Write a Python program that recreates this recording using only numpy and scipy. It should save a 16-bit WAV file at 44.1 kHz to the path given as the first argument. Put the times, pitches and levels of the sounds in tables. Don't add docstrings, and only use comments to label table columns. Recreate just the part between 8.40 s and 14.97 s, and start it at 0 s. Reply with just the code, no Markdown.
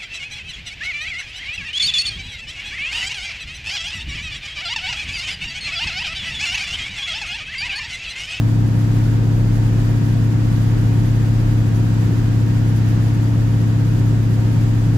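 import sys
import numpy as np
from scipy import signal
from scipy.fft import rfft, irfft, next_fast_len
from scipy.io import wavfile
from scipy.ndimage import map_coordinates

SR = 44100
rng = np.random.default_rng(int(sys.argv[2]) if len(sys.argv) > 2 else 0)


def generate_wav(signal):
    frames = np.transpose(np.atleast_2d(signal))
    scaled = np.clip(frames, -1, 1) * 32767
    pcm = np.round(scaled).astype(np.int16)
    wavfile.write(sys.argv[1], SR, pcm)


N = 289737

# multiple of the cycle rate, left and right level in dB
ENGINE_ORDERS = [(2, -38, -38, -0.1), (3, -34, -34, -0.2), (4, -37, -39, -0.1), (5, -33, -34, -0.1),
                 (6, -35, -35, -0.2), (7, -15, -16, -0.1), (8, -36, -36, 0.1), (9, -28, -26, -0.0),
                 (10, -36, -36, 0.1), (11, -30, -29, -0.2), (12, -49, -43, -2.7), (13, -34, -42, -0.6),
                 (14, -34, -48, 1.8), (15, -28, -37, -1.6), (16, -49, -55, -0.2), (17, -41, -41, -0.1),
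                 (18, -30, -34, 0.2), (19, -38, -38, -0.1), (20, -41, -53, 2.2), (21, -41, -48, 0.4),
                 (23, -46, -48, 0.1), (24, -58, -51, -1.4), (26, -51, -66, 2.1), (29, -52, -63, -1.6),
                 (31, -58, -51, -0.9), (33, -47, -53, -0.0), (41, -60, -52, 0.3), (47, -55, -55, 0.4),
                 (58, -59, -57, 0.5), (59, -57, -58, -0.6), (60, -54, -58, 1.2)]


def amp(db):
    return 10 ** (np.asarray(db) / 20)


def along(points, hz):
    freqs, values = np.transpose(points)
    return np.interp(np.log(hz + 1e-3), np.log(freqs), values)


def wobble(rate):
    coarse = np.arange(0, N + 64, 64)
    knots = rng.standard_normal(int(N * rate / SR) + 4)
    return np.interp(np.arange(N), coarse, map_coordinates(knots, [coarse * rate / SR]))


def filtered(x, response):
    size = next_fast_len(N + SR // 2)
    return irfft(rfft(x, size) * response(np.fft.rfftfreq(size, 1 / SR)), size)[..., :N]


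def peak(hz, centre_hz, width_hz):
    return 1 / (1 + ((hz - centre_hz) / (width_hz / 2)) ** 2)


def white():
    return rng.standard_normal((2, N)) * np.sqrt(SR / 2)


def diffuse(gain):
    # frequency in Hz, left-right likeness (1 or more is fully alike).
    likeness = [(100, 1.5), (170, .96), (250, 0.54), (350, 0.8), (450, 0.6), (560, 0.1), (740, 0.76),
                (1100, -0.15), (2000, 0)]
    # frequency in Hz, left over right in dB.
    balance = [(150, 0), (250, -3), (310, 1.5), (430, 1.5), (560, 1.5), (740, -3), (1600, 1), (2200, -1),
               (4500, -.5), (6000, -3), (7600, 1.5)]
    spread = lambda hz: np.arccos(np.clip(along(likeness, hz), -1, 1)) / 2
    mid, side = filtered(white(), lambda hz: gain(hz) * np.array([np.cos(spread(hz)), np.sin(spread(hz))]))
    left_right = np.array([mid + side, mid - side])
    return filtered(left_right, lambda hz: amp(np.outer([1, -1], along(balance, hz)) / 2))


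def reflections(x, level_db=-12, span_s=.01, count=14):
    taps = np.zeros((2, SR // 20))
    taps[:, 0] = 1
    for side in taps:
        delays = 1 + (rng.random(count) * span_s * SR).astype(int)
        side[delays] += amp(level_db) * rng.choice([-1, 1], count) / np.sqrt(count)
    return signal.fftconvolve(x, taps, axes=1)[:, :N]


def slipstream(gust_db=0.43, air_flutter_db=0.27, shared_eddy_db=0.64, side_eddy_db=1.53):
    # frequency in Hz, level in dB per Hz.
    air_spectrum = [(200, -101), (520, -71), (740, -74), (950, -72.5), (1080, -72.5), (1500, -71.5),
                    (1880, -73), (2050, -76), (3000, -79), (4200, -82.5), (4800, -83), (7400, -86.5),
                    (8700, -99), (15500, -106)]
    # frequency in Hz, left and right level in dB per Hz.
    seal_spectrum = [(2500, -115, -115), (4800, -102, -85.5), (5900, -100, -94), (6840, -95, -84.5),
                     (7800, -86.5, -100), (8530, -96, -94.5), (9200, -102, -91.5), (9730, -99, -87.5),
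                     (11000, -95, -89.5), (12000, -97, -87.5), (13500, -97, -92), (15400, -99, -97)]
    # resonance in Hz, width in Hz, left and right level in dB per Hz.
    gap_modes = [(3500, 350, -87, -82.5), (4740, 240, -80.5, -83.5), (6000, 47, -98, -77),
                 (6860, 120, -86, -97), (7965, 50, -80, -102)]
    gust = gust_db * wobble(3.28)
    eddies = wobble(32)
    rush = diffuse(lambda hz: amp(along(air_spectrum, hz))) * amp(gust + air_flutter_db * eddies)
    seals = np.array(seal_spectrum)
    hiss = filtered(white(), lambda hz: amp([along(seals[:, [0, side]], hz) for side in (1, 2)]))
    singing = filtered(white(), lambda hz: sum(np.outer(amp(sides_db), peak(hz, centre, width))
                                               for centre, width, *sides_db in gap_modes))
    flutter = shared_eddy_db * eddies + side_eddy_db * np.array([wobble(40), wobble(40)])
    return reflections(rush + hiss * amp(gust + flutter)) + singing * amp(flutter)


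def rail_roughness():
    # middle in seconds, length in seconds, rise in dB.
    stretches = [(0.85, .26, 5), (2.45, .5, 1), (3.72, .22, 6), (4.916, .16, 2), (5.55, 0.57, 5),
                 (6.55, .16, 5)]
    t = np.arange(N) / SR
    return sum(rise_db * np.cos(np.pi * np.clip((t - middle) / length, -.5, .5)) ** 2
               for middle, length, rise_db in stretches)


def running_gear(rumble_sway_db=1.3, roar_sway_db=0.7, smooth_rail_db=-0.8):
    # frequency in Hz, level in dB per Hz.
    rumble_spectrum = [(8, -85), (15, -68), (21, -71), (45, -56), (85, -56.5), (112, -50), (138, -51.5),
                       (165, -49.5), (200, -56.5), (260, -58.5), (310, -61.5), (400, -68.5), (600, -81),
                       (1500, -115)]
    # centre in Hz, width in Hz, level in dB per Hz.
    saloon_modes = [(163, 3.7, -48), (303, 4.6, -49.5)]
    # frequency in Hz, level in dB per Hz before the rail's gain.
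    roar_spectrum = [(200, -98), (270, -57), (320, -63.5), (375, -61), (425, -66.5), (460, -64), (540, -77),
                     (800, -91), (1500, -120)]
    ring_power = lambda hz: sum((amp(db) * peak(hz, centre, width)) ** 2
                                for centre, width, db in saloon_modes)
    rumble = diffuse(lambda hz: np.sqrt(amp(along(rumble_spectrum, hz)) ** 2 + ring_power(hz)))
    roar = diffuse(lambda hz: amp(along(roar_spectrum, hz)))
    rail_db = smooth_rail_db + rail_roughness() + roar_sway_db * wobble(12)
    return rumble * amp(rumble_sway_db * wobble(7.6)) + roar * amp(rail_db)


def drive_shaft(shaft_hz=34.2, drift=0.017, sway_db=2.3):
    # time in seconds, level in dB.
    throb_levels = [(0.0, -36), (1.0, -28.5), (3.0, -30.5), (4.7, -37), (6.57, -31)]
    throb_db = np.interp(np.arange(N) / SR, *np.transpose(throb_levels))
    phase = 2 * np.pi * np.cumsum(shaft_hz * (1 + drift * wobble(1))) / SR
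    return np.sqrt(2) * amp(throb_db + sway_db * wobble(2.23)) * np.sin(phase)


def engine_speed(start_hz=15.837, rise_hz_per_s=.0063):
    return start_hz + rise_hz_per_s * np.arange(N) / SR


def engine_angle():
    hunt = .0005 * wobble(4)
    return 2 * np.pi * np.cumsum(engine_speed() * (1 + hunt)) / SR


def combustion(angle, level_db=-77, centre_hz=780, width_hz=330, firing_depth=0.65, uneven_depth=0.44):
    rasp = diffuse(lambda hz: amp(level_db) / (1 + ((hz - centre_hz) / width_hz) ** 4))
    return rasp * (1 + firing_depth * np.cos(6 * angle)) * (1 + uneven_depth * np.cos(angle))


def panel_buzz(angle, scatter_db=2.0, sway_db=2.0, count=112, cycle_samples=4096):
    # frequency in Hz, level of a typical order in dB.
    buzz_spectrum = [(330, -53.5), (480, -58.5), (600, -58.5), (740, -62.5), (830, -62), (935, -66),
                     (1010, -68), (1500, -71), (1900, -69)]
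    orders = np.arange(count)
    hz = orders * np.mean(engine_speed())
    strong_orders = [round(row[0]) for row in ENGINE_ORDERS]
    is_weak = (hz > buzz_spectrum[0][0]) & ~np.isin(orders, strong_orders)
    levels_db = along(buzz_spectrum, hz) + scatter_db * rng.standard_normal((2, count))
    partials = is_weak * amp(levels_db) * np.exp(2j * np.pi * rng.random((2, count)))
    cycle = irfft(partials, cycle_samples) * cycle_samples / np.sqrt(2)
    cycle_angles = 2 * np.pi * np.arange(cycle_samples) / cycle_samples
    return np.array([np.interp(angle, cycle_angles, side, period=2 * np.pi) * amp(sway_db * wobble(3.05))
                     for side in cycle])


def engine_drone(angle, sway_db=1.08, drone_gain_db=-0.2, neighbours=2):
    drone = np.zeros((2, N))
    boom_order = max(ENGINE_ORDERS, key=lambda row: row[1])[0]
    for order, left_db, right_db, lead in ENGINE_ORDERS:
        scatter = rng.uniform(0, 2 * np.pi) * (abs(order - boom_order) > neighbours)
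        phase = order * angle + scatter
        gain = np.sqrt(2) * amp(sway_db * (order != boom_order) * wobble(4.013))
        drone[0] -= amp(left_db) * gain * np.cos(phase + lead / 2)
        drone[1] -= amp(right_db) * gain * np.cos(phase - lead / 2)
    return drone * amp(drone_gain_db)


def scene():
    angle = engine_angle()
    engine = engine_drone(angle) + panel_buzz(angle) + combustion(angle)
    return engine + drive_shaft() + running_gear() + slipstream()


def record(dry, low_hz=22, top_hz=15700):
    low_cut = lambda hz: 1 / np.sqrt(1 + (low_hz / (hz + 1)) ** 10)
    high_cut = lambda hz: 1 / np.sqrt(1 + (hz / top_hz) ** 800)
    return filtered(dry, lambda hz: low_cut(hz) * high_cut(hz))


dry = scene()
out = record(dry)
generate_wav(out)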